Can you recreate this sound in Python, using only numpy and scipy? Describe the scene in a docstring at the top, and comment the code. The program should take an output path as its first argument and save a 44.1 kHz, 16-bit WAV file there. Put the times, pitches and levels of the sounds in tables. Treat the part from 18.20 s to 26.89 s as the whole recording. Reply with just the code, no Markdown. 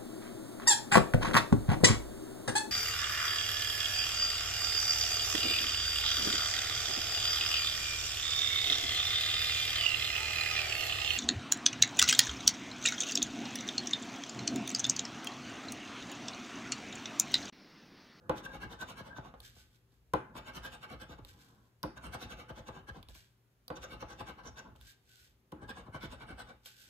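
"""In a quiet, humming room a hand sets a round chip down on a scratch card on a wooden table: the table knocks.
Quick back-and-forth strokes scrape a spot clean: noise grit rasps, rings the chip and drives the table modes;
the rim catches and jolts the table. Then the rim ticks on the card, as short rough rings, and the hand brushes
away, as smooth noise. This happens at five spots in turn, each with its own grip. Two microphone ports are close."""
import sys
import numpy as np
from scipy import signal
from scipy.fft import rfft, irfft, next_fast_len
from scipy.io import wavfile
from scipy.ndimage import uniform_filter1d

SR = 44100
rng = np.random.default_rng(int(sys.argv[2]) if len(sys.argv) > 2 else 0)


def wav_out(sig):
    """Save sig, one row per channel (or a flat mono array), as 16-bit PCM at SR to the path in sys.argv[1]."""
    wavfile.write(sys.argv[1], SR, np.round(np.clip(np.atleast_2d(sig).T, -1, 1) * 32767).astype(np.int16))


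N = 383229

# Scraping strokes: (middle [s], length scale [s], rasp [dB], shove of the arm [dB], squeak [dB]), relative levels
STROKES = [(.179, 0.051, -54.5, -68, -75), (0.252, 0.035, -53.5, -67, -53.5), (0.3, 0.075, -70, -75, -57.5),
           (0.348, 0.052, -56.5, -53, -66), (0.43, 0.05, -54.5, -46.5, -52),
           (0.522, 0.049, -55.5, -55, -63), (0.615, 0.047, -52, -53, -48.5),
           (0.698, 0.054, -53.5, -60, -77), (.79, 0.052, -54.5, -68, -58.5), (0.871, 0.062, -62, -61, -73),
           (0.922, 0.047, -79.5, -65, -56.5), (0.974, 0.04, -60.5, -55, -55), (1.061, 0.071, -66, -59, -69),
           (1.143, 0.012, -71, -64, -84), (2.175, 0.042, -51.5, -57.5, -68),
           (2.283, .057, -56.5, -58, -55.5), (2.364, 0.05, -51, -49, -72),
           (2.455, 0.052, -49.5, -54.5, -52), (2.536, 0.054, -55.5, -62, -65),
           (2.637, 0.046, -57, -79, -58), (2.717, 0.067, -57.5, -48.5, -66),
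           (2.819, 0.046, -55, -56, -57.5), (2.916, 0.057, -60.5, -56, -67.5),
           (2.988, 0.015, -65.5, -48, -75), (3.774, 0.022, -57.5, -71, -51),
           (3.853, 0.061, -55.5, -48, -64), (3.941, .04, -50.5, -64, -56), (4.025, 0.058, -51.5, -51, -72),
           (4.118, 0.053, -54, -53, -59.5), (4.201, 0.063, -58, -69, -78), (4.298, 0.027, -58, -64, -56.5),
           (4.379, 0.051, -59, -53.5, -70), (4.481, 0.04, -57.5, -54, -61),
           (4.562, 0.078, -64.5, -56, -67.5), (4.688, 0.03, -56.5, -51, -53.5),
           (4.765, 0.061, -65, -51.5, -73), (5.568, 0.029, -55.5, -56, -62),
           (5.636, 0.036, -50.5, -62, -52), (5.725, 0.064, -55.5, -52, -63.5), (5.817, .039, -56, -51, -81),
           (5.91, 0.062, -59, -79, -63), (6.004, 0.045, -54, -54, -61), (6.09, 0.055, -55, -54, -60.5),
           (6.193, .042, -65, -62, -62.5), (6.264, 0.058, -60, -51, -65), (6.383, 0.042, -55.5, -62, -56),
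           (6.464, 0.093, -83, -56.5, -72), (7.432, 0.039, -67, -49.5, -61), (7.5, .033, -51, -49.5, -52),
           (7.583, 0.064, -60, -56.5, -64), (7.667, 0.019, -69.5, -61, -68.5),
           (7.754, 0.044, -56, -53.5, -54), (7.837, 0.051, -50.5, -45, -60),
           (7.926, 0.046, -54.5, -54, -65), (8.018, 0.05, -59, -54, -59), (8.102, 0.059, -59.5, -51.5, -58),
           (8.201, 0.044, -51.5, -59, -55.5), (8.296, 0.05, -62.5, -63.5, -61.5)]
# Landings of the chip: (time [s], blow [dB], low thud over blow [dB], sharp crack over blow [dB]), relative levels
LANDINGS = [(0.095, -23, -14.5, -12.5), (1.936, -21.5, -13.5, -8), (3.636, -31, -6.5, -32),
            (5.502, -32.5, -12, -23), (7.322, -42.5, -2, -3.5)]
# Rim catches and jolts the table: (time [s], falling thump [dB], tap [dB]), relative levels
JOLTS = [(.244, -44, -61), (0.422, -53, -50), (.623, -46, -32), (.806, -39.5, -57), (.984, -38, -32.5),
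         (1.14, -57, -39), (1.366, -56, -53), (1.727, -64, -68), (2.154, -40, -35), (2.893, -43, -47),
         (3.771, -54.5, -45.5), (3.948, -41.5, -28.5), (4.303, -38, -33), (4.489, -43, -32.5),
         (4.698, -42, -47), (4.887, -53, -47), (4.954, -54, -53), (5.633, -56.5, -37), (5.826, -42, -28.5),
         (6.008, -40, -31), (6.554, -60, -50), (7.42, -39, -47), (7.491, -56, -39), (7.682, -40, -43),
         (7.746, -39, -32.5), (8.006, -61, -56), (8.108, -41, -50), (8.181, -62, -44)]
# Rim touches or leaves the card: (time [s], relative level [dB], ring frequency [Hz])
TICKS = [(1.1433, -71, 2850), (1.2029, -35, 3720), (1.721, -64.5, 3800), (3.049, -36.5, 3820),
         (3.6305, -23.5, 4880), (4.8286, -39.5, 3700), (4.8866, -39, 3730), (4.9512, -43.5, 2820),
         (5.4808, -31.5, 4620), (6.561, -51, 3020), (6.612, -43, 3640), (7.3188, -47, 3000),
         (8.459, -35.5, 3200)]
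# Fizz spectrum, the treble of the friction: (frequency [Hz], relative level [dB])
FIZZ = [(7500, -1), (9000, -7), (10500, -5), (12000, -4.5), (13500, 1.5), (14500, -21), (15500, -15.5)]
# Dull thud spectrum of card and table: (frequency [Hz], relative level [dB])
THUD = [(85, -21.5), (120, 3), (200, 1), (320, -3), (450, -10), (700, -22)]
# Decay of the close-set table modes: (frequency [Hz], t60 [s])
WOOD = [(150, 0.08), (500, 0.26), (1000, 0.037), (1600, 0.48), (4000, 0.16)]


def gain_of(db):
    """Decibels to gain."""
    return 10 ** (np.asarray(db) / 20)


def evened(x):
    """Scales to rms 1."""
    return x / np.sqrt(np.mean(x ** 2) + 1e-20)


def wandering(shape, window):
    """Smoothed noise at rms 1; window in samples."""
    return evened(uniform_filter1d(rng.standard_normal(shape), window))


def read(points, hz):
    """Reads a table on a log-frequency axis."""
    f, value = np.transpose(points)
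    return np.interp(np.log(hz + 1), np.log(f + 1), value)


def colour(points):
    """Short causal (minimum-phase) response of energy 1 with the given spectrum, dark outside it."""
    hz = abs(np.fft.fftfreq(4096, 1 / SR))
    ends = [(points[0][0] / 2, -70)] + list(points) + [(points[-1][0] * 1.3, -70)]
    log_gain = np.log(gain_of(read(ends, hz)))
    taps = np.fft.ifft(np.exp(np.conj(signal.hilbert(log_gain)))).real[:2048]
    return taps / np.linalg.norm(taps)


def through(x, taps):
    """Convolves each channel with its response."""
    return signal.oaconvolve(np.atleast_2d(x), np.atleast_2d(taps), axes=1)[:, :N]


def tail(points, decays, count=2, size=16384):
    """Unrelated noise responses of energy 1: each band dies at its own speed, the broad spectrum follows the points."""
    hz, t, z = signal.stft(rng.standard_normal((count, size)), SR, nperseg=128)
    decay = gain_of(-60 * t / read(decays, hz)[:, None])
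    dying = signal.istft(z * decay, SR, nperseg=128)[1][:, :size]
    spectrum = np.fft.fft(dying)
    # flatten the broad spectrum before colouring
    broad = uniform_filter1d(abs(spectrum) ** 2, round(250 * size / SR), mode="wrap")
    flatten = np.exp(np.conj(signal.hilbert(-.5 * np.log(broad))))
    even = np.fft.ifft(spectrum * flatten).real
    out = through(even, colour(points))[:, :size]
    return out / np.linalg.norm(out, axis=1, keepdims=True)


def blended(x, sets, turns_per_s):
    """Passes x through three pairs of responses that fade into one another."""
    turn = 2 * np.pi * turns_per_s * np.arange(N) / SR
    out = 0
    for k, taps in enumerate(sets):
        out = out + np.sqrt(2 / 3) * through(x * np.cos(turn + k * np.pi / 3), taps)
    return out


def ringing(x, hz, width_hz):
    """One steep resonance, two equal peak filters in a row driven by x, at rms 1."""
    shape = signal.iirpeak(hz, hz / width_hz, SR)
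    return evened(signal.lfilter(*shape, signal.lfilter(*shape, x)))


def grit(per_s, spread_db):
    """Crumbs of coating tearing off: dense clicks of uneven size that come in clumps."""
    clumps = wandering(N, 120)
    size = gain_of(spread_db * np.minimum(rng.exponential(1, (2, N)), 4) + 1.82 * clumps)
    struck = rng.random(N) < per_s / SR
    return evened(size * rng.standard_normal((2, N)) * struck)


def push(levels_db, stretch, rise, late_s=0):
    """Level of all strokes: each swells and fades as a bell, with its rise scaled separately."""
    t, power = np.arange(N) / SR, np.zeros(N)
    for (s, length_s, *_), db in zip(STROKES, levels_db):
        a, b = round((s - .12) * SR), round((s + .25) * SR)
        u = (t[a:b] - s - late_s) / (stretch * length_s)
        power[a:b] += gain_of(2 * db) * np.exp(-abs(np.where(u < 0, u / rise, u)) ** 1.87)
    return np.sqrt(power)


def squealing(x):
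    """The card's own note: a resonance driven by x, its pitch wandering slowly at random."""
    note_hz, wander_hz, pole_width_hz = 1560, 39, 76
    hz = note_hz + wander_hz * wandering(N, 9000)
    turn = np.exp(2j * np.pi * np.cumsum(hz) / SR)
    r = np.exp(-np.pi * pole_width_hz / SR)
    # shift the note to 0 Hz, filter, shift back
    return evened((turn * signal.lfilter([1], [1, -2 * r, r * r], x / turn)).real)


def room_tone():
    """Still air as coloured noise, and a mains hum of sines that waver in level."""
    # Hum partials: (frequency [Hz], mid level [dB])
    partials = [(59.2, -92), (118.4, -78), (387, -90)]
    # Air spectrum: (frequency [Hz], relative level [dB])
    air_spectrum = [(30, -6.5), (60, -15.5), (150, -7.5), (400, -17), (800, -23.5), (2000, -25.5),
                    (5000, -30), (10000, -35), (15500, -30.5)]
    air_db, waver_db = -75.5, 2.0
    t = np.arange(N) / SR
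    waver = wandering((len(partials), N), 4000)
    hum = 0
    for (hz, db), w in zip(partials, waver):
        hum = hum + np.sqrt(2) * gain_of(db + waver_db * w) * np.sin(2 * np.pi * hz * t)
    return gain_of(air_db) * through(rng.standard_normal((2, N)), colour(air_spectrum)) + hum


def after_blows(t60_s):
    """Level that jumps at each landing and dies away exponentially."""
    t, power = np.arange(N) / SR, np.zeros(N)
    for s, db, *_ in LANDINGS:
        power += (t > s) * gain_of(2 * (db - 60 * np.maximum(t - s, 0) / t60_s))
    return np.sqrt(power)


def shaking():
    """The moving arm's weight on the table: low lumpy rumble and faint, dull table noise."""
    # Weight of the arm: (time [s], rumble [dB], table noise [dB]), relative levels
    arm = [(0, -69, -60), (.12, -62, -51.5), (1.06, -72, -56), (1.21, -60.5, -64), (1.6, -73, -78.5),
           (1.9, -70, -89), (2.15, -65, -55.5), (2.9, -65, -59), (3.07, -55, -63.5), (3.19, -68, -63),
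           (3.39, -70, -63), (3.6, -73, -80.5), (3.8, -61, -51.5), (4.8, -65, -62), (4.91, -54, -73),
           (5.13, -78, -79.5), (5.458, -79, -82), (5.56, -58.5, -55), (6.46, -69, -59), (6.66, -58.5, -72),
           (6.73, -78, -77), (7.12, -71, -80.5), (7.28, -88, -79), (7.381, -62, -55.5), (8.3, -65, -57),
           (8.47, -73, -79), (8.69, -77, -70)]
    # Rumble spectrum: (frequency [Hz], relative level [dB])
    rumble_spectrum = [(25, -25), (40, -6.5), (55, 1.5), (75, -8.5), (110, -9.5), (150, -18.5)]
    dull_spectrum = [(100, 15.5), (600, -6.0), (1100, -4), (1700, 6.5), (2200, -22.5), (5000, -25.0)]  # (Hz, dB)
    sway_db, sway_late_s = -3.0, 0.036  # the table sways just after each shove
    settle_db, settle_t60_s = -22.5, 0.92  # after a landing the table keeps murmuring
    t, (s, rumble_db, creep_db) = np.arange(N) / SR, np.transpose(arm)

    rumble = through(rng.standard_normal((2, N)), colour(rumble_spectrum))
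    rumble = rumble * gain_of(1.8 * wandering(N, 1200))
    shove_db = np.transpose(STROKES)[3]
    sway = gain_of(sway_db) * push(shove_db, stretch=0.52, rise=0.7, late_s=sway_late_s)
    sway = np.hypot(sway, gain_of(np.interp(t, s, rumble_db)))

    dull = through(rng.standard_normal(N), colour(dull_spectrum))
    murmur = gain_of(settle_db) * after_blows(settle_t60_s)
    creep = np.hypot(gain_of(np.interp(t, s, creep_db)), murmur)
    thuds = gain_of(-13.0) * creep * through(rng.standard_normal((2, N)), colour(THUD))
    return sway * rumble + thuds, gain_of(-18.0) * creep * dull[0]


def brushing():
    """Smooth, fine-grained friction of skin and sleeve on card and table; each brush rises, holds and falls."""
    # Brushes: (time [s], hold [s], relative level [dB], rise over 20 dB [s], fall over 20 dB [s])
    brushes = [(1.25, 0.0063, -56, 0.048, 0.088), (1.369, 0.044, -65, 0.07, .09),
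               (1.557, 0.0083, -74.5, .15, 0.053), (1.732, 0.011, -80.5, 0.091, 0.095),
               (3.091, 0.0041, -59.5, 0.048, 0.068), (3.207, 0.0041, -64.5, .065, 0.19),
               (3.47, .005, -80, 0.16, 0.042), (4.892, 0.0043, -64.5, .004, 0.13),
               (4.949, 0.012, -59, 0.014, 0.13), (6.557, 0.0044, -74, .006, .04),
               (6.61, 0.059, -69, 0.012, 0.093), (6.698, 0.0092, -58, 0.095, 0.043),
               (6.9, .16, -66.5, 0.087, 0.082), (8.462, .005, -53, 0.023, 0.084),
               (8.61, 0.013, -59.5, 0.13, 0.27)]
    # Brush spectrum: (frequency [Hz], relative level [dB])
    brush_spectrum = [(700, -47.5), (1500, -0.5), (2200, 3), (3500, 10), (5000, 8), (7000, 3), (9000, -3)]
    note_db, treble_db = -11.5, -7
    t, power = np.arange(N) / SR, np.zeros(N)
    for s, hold_s, db, rise_s, fall_s in brushes:
        rise_db = 20 * np.maximum(s - t, 0) / rise_s
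        fall_db = 20 * np.maximum(t - s - hold_s, 0) / fall_s
        power += gain_of(2 * (db - rise_db - fall_db))
    grains = grit(per_s=14000, spread_db=3.0)
    friction = through(grains, colour(brush_spectrum))
    friction = friction + gain_of(note_db) * squealing(grains)
    friction = friction + gain_of(treble_db) * through(grains, colour(FIZZ))
    return np.sqrt(power) * friction


def ticks():
    """Rim on card: a short, rough ring, sine plus driven resonance, on a wide noise click."""
    out, t = np.zeros((2, N)), np.arange(700) / SR
    snaps = rng.standard_normal((len(TICKS), 2, len(t)))
    decay_db = -60 * t / 0.012
    for (s, db, hz), snap in zip(TICKS, snaps):
        ring = 0.32 * np.sin(2 * np.pi * hz * t) + .5 * ringing(snap, hz, width_hz=1700)
        click = np.diff(snap, prepend=0) * gain_of(-9.5)
        tick = (ring + click) * gain_of(decay_db)
        out[:, round(s * SR):][:, :len(t)] += gain_of(db - 2.0) * tick * np.minimum(t / 0.00012, 1)
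    return out


def jolts():
    """A bending wave crosses the table: its treble arrives first, so the thump falls in pitch."""
    cycles, start_s, rise_s, t60_s = 1.826, 0.00152, 0.005, 0.11  # pitch [Hz] = cycles / (time + start)
    landing_db = 4.5  # over the landing's thud
    force, t = np.zeros(N), np.arange(4096) / SR
    for s, db, _ in JOLTS:
        force[round(s * SR)] = gain_of(db)
    for s, db, thud_db, _ in LANDINGS:
        force[round(s * SR)] = gain_of(db + thud_db + landing_db)
    sweep = np.sin(2 * np.pi * cycles * np.log1p(t / start_s))
    return through(force, sweep * (1 - np.exp(-t / rise_s)) * gain_of(-60 * t / t60_s))


def knocks():
    """Landings with their bounces, rim taps and ticks as impulses: noise cracks, table force, low thumps."""
    # The chip rocks as it lands: (delay [s], level over the blow [dB])
    bounces = [(.002, 7), (.0059, -6)]
    crack_spectrum = [(2000, -1.5), (4000, -6.5), (8000, -11.5), (15000, -13.0)]  # (Hz, dB)
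    thump_spectrum = [(100, -21.5), (150, -15.0), (240, -1.5), (350, 0.5), (600, -40.5)]  # (Hz, dB)
    tap_crack_db, tick_force_db, crack_t60_s = -36, -15, 0.011
    blow, low, sharp = np.zeros((3, N))
    for s, db, thud_db, crack_db in LANDINGS:
        for late_s, bounce_db in [(0, 0)] + bounces:
            at = round((s + late_s) * SR)
            blow[at] += gain_of(db + bounce_db)
            low[at] += gain_of(db + thud_db + bounce_db)
        sharp[round(s * SR)] += gain_of(db + crack_db)
    for s, _, db in JOLTS:
        blow[round(s * SR)] += gain_of(db)
        sharp[round(s * SR)] += gain_of(db + tap_crack_db)
    for s, db, _ in TICKS:
        blow[round(s * SR)] += gain_of(db + tick_force_db)  # a touch of the rim reaches the table too
    t = np.arange(900) / SR
    burst = rng.standard_normal((2, len(t))) * gain_of(-60 * t / crack_t60_s)
    crack = through(burst, colour(crack_spectrum))
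    thump = gain_of(22.5) * through(low, tail(thump_spectrum, WOOD))
    return gain_of(-6.0) * through(sharp, crack), gain_of(11) * blow, thump


def table(force):
    """The table top answers a force with a first pulse, strong modes, and dense modes that drift with time."""
    # Strong modes: (frequency [Hz], relative level [dB], t60 [s])
    modes = [(218.7, -14.5, 0.15), (261.6, 1.5, 0.074), (321.6, -2.5, 0.13), (381, -12, 0.41),
             (499, -5.5, 0.033), (532.4, 0.5, 0.13), (620, -8, 0.034), (855, -3.5, 0.31), (996, 4.5, 0.056),
             (1120, 5, 0.04), (1194, -10.5, 0.11), (1457, -1.5, 0.045), (1380, -30.5, 0.092),
             (834, -11.5, 0.25)]
    # Close-set modes: (frequency [Hz], relative level [dB])
    dense_spectrum = [(150, -29), (300, -5), (550, 1), (1000, 1.5), (1600, -11), (1900, -17.5),
                      (2600, -19.5), (4000, -26), (6000, -42.5)]
    # First pulse of a blow: (frequency [Hz], relative level [dB])
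    pulse_spectrum = [(150, -21), (300, 5), (700, -14.5), (1300, 5.5), (2000, -22.5), (4000, -13.5)]
    hz, db, t60_s = np.transpose(modes)[:, :, None]
    t = np.arange(16384) / SR
    phase = np.pi / 2 * (-1) ** np.arange(len(modes))[:, None]
    level = gain_of(db - 60 * t / t60_s)
    # the modes reach the ports a quarter turn apart
    rings = np.array([(level * np.sin(2 * np.pi * hz * t + side * phase)).sum(0) for side in (1, 0)])
    out = rings / np.linalg.norm(rings[0])
    pulse = colour(pulse_spectrum)
    out[0, 14:2062] += gain_of(-9.0) * pulse  # the pulse comes slightly later on the left
    out[1, :2048] += gain_of(-8) * pulse
    dense = tail(dense_spectrum, WOOD, count=6).reshape(3, 2, -1)
    return through(force, out) + gain_of(1.0) * blended(force, dense, turns_per_s=0.7087)


def under_hand(x):
    """The cupped hand keeps moving, so its reflections, short noise tails, keep changing."""
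    # Reflections off hand, card and table: (frequency [Hz], t60 [s])
    nearby = [(1000, 0.0042), (4000, 0.043), (8000, 0.00233)]
    tails = tail([(800, 0.019), (15000, 0)], nearby, count=6, size=2048)
    return blended(x, tails.reshape(3, 2, -1), turns_per_s=1.3)


def scraping():
    """Grit sounds in the air, rings the chip as the grip allows, and drives card and table."""
    # Grip at each spot damps the chip differently: (start [s], relative level of each chip mode in turn [dB])
    grips = [(0, 0.5, -5, -14, 2, -14, -24, -3), (1.9, 0.5, -3, -8, 0.5, 3, -4.5, -2.5),
             (3.6, -1.5, -1, -8, 2.5, -22, -17, -1), (5.4, 3, 0, -19, -1, 9, -34, -6),
             (7.25, 3, -8, -17, 1, -0.5, -8.5, 0.5)]
    # Chip modes: (frequency [Hz], width of each filter pass [Hz])
    chip = [(2250, 260), (2730, 240), (3040, 260), (3650, 420), (6050, 1100), (6900, 600), (8300, 600)]
    # Rasp spectrum: (frequency [Hz], relative level [dB])
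    rasp_spectrum = [(1200, 1), (2000, -9.5), (3000, 2.5), (4300, -5.5), (5200, -8.5), (6200, -4.5),
                     (7500, -20.5), (9000, -26.5), (10500, -77)]
    # Fizz at each spot in turn: (relative level [dB])
    fizz_by_spot_db = [4.5, 4.5, 4, 2, 0.5]
    usual_rasp_db, fingers_db = -56, 4  # fingers: how far the grip wanders
    _, _, rasp_db, shove_db, squeak_db = np.transpose(STROKES)
    ring_db = -48.5 + 0.29 * (rasp_db - usual_rasp_db)  # the table follows the rasp only a little
    fizz_db = -71.5 + 1.3 * (rasp_db - usual_rasp_db)  # the fizz grows faster than the rasp

    crumbs = grit(per_s=15000, spread_db=0.0)
    rasp = through(crumbs[0], colour(rasp_spectrum))
    spot = np.searchsorted([g[0] for g in grips], np.arange(N) / SR, "right") - 1
    fingers = wandering((len(chip), N), 3000)  # each mode's level wanders at random
    for k, (hz, width_hz) in enumerate(chip):
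        mode_db = np.array(grips)[spot, k + 1] - 12.0 + fingers_db * fingers[k]
        rasp = rasp + gain_of(mode_db) * ringing(crumbs[0], hz, width_hz)
    rasp = under_hand(push(rasp_db, stretch=0.3, rise=0.98) * rasp[0])
    fizz_level = gain_of(fizz_by_spot_db)[spot] * push(fizz_db, stretch=0.24, rise=1.0)
    air = rasp + fizz_level * through(crumbs, colour(FIZZ))

    drive = grit(per_s=3400, spread_db=2.0)
    board = gain_of(-6.5) * push(ring_db, stretch=0.3, rise=0.98) * drive[0]
    squeak_level = gain_of(5.5) * push(squeak_db, stretch=0.3, rise=1.34, late_s=0.011)
    squeak = squeak_level * squealing(drive)
    shove = push(shove_db, stretch=0.41, rise=0.28) * rng.standard_normal((2, N))
    return air, board, squeak + through(shove, colour(THUD))


def scene():
    """Airborne sounds get the echo of the room; scrapes, blows and creep ring the table."""
    # Room decay: (frequency [Hz], t60 [s])
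    room = [(150, 0.034), (1000, 0.057), (3000, 0.42), (8000, 0.31), (15000, 0.075)]
    rasp, scrape_force, card = scraping()
    crack, blow_force, thump = knocks()
    rumble, creep_force = shaking()
    air = rasp + crack + ticks() + brushing()
    echo = gain_of(-4.5) * through(air.mean(0), tail([(1000, 9.5), (4000, -7.5), (15000, -9)], room))
    board = table(scrape_force + blow_force + creep_force)
    return air + echo + board + card + thump + jolts() + rumble + room_tone()


def record(dry):
    """Both ports share the bass, and the treble with a delay; then the band limit."""
    # Bass heard alike by both ports: (frequency [Hz], share [0-1])
    bass_shared = [(60, 0.92), (130, 0.82), (280, 0.95), (500, 0.66), (1000, 0.095), (1500, 0.084)]
    # Treble heard alike but late on the left: (frequency [Hz], share [0-1])
    treble_shared = [(4000, 0.0095), (5500, 0.68), (7000, 0.07), (8500, 0.57), (10000, .93), (15000, 1)]
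    # Left port louder by: (frequency [Hz], level [dB])
    left_over = [(60, .6), (250, .3), (600, 2), (1200, 1.4), (2200, .6), (4500, -2.2), (8000, .3),
                 (14000, .2)]
    left_delay_s, low_edge_hz, high_edge_hz = 0.0002947, 44, 15800
    size = next_fast_len(N + 4096)
    hz, (left, right) = np.fft.rfftfreq(size, 1 / SR), rfft(dry, size)
    bass = np.clip(read(bass_shared, hz), 0, 1)
    treble = np.clip(read(treble_shared, hz), 0, 1)
    late = np.exp(-2j * np.pi * hz * left_delay_s)
    own = np.sqrt(np.clip(1 - (bass + treble) ** 2, 0, 1))
    left = (bass + treble * late) * right + own * left
    ports = irfft(np.array([gain_of(read(left_over, hz)) * left, right]), size)[:, :N]
    # small ports pass no deep bass
    ports = signal.sosfilt(signal.butter(4, low_edge_hz, "high", fs=SR, output="sos"), ports)
    lowpass = signal.firwin(511, high_edge_hz, window=("kaiser", 9), fs=SR)
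    return signal.oaconvolve(ports, lowpass[None], "same")


dry = scene()
out = record(dry)
wav_out(out)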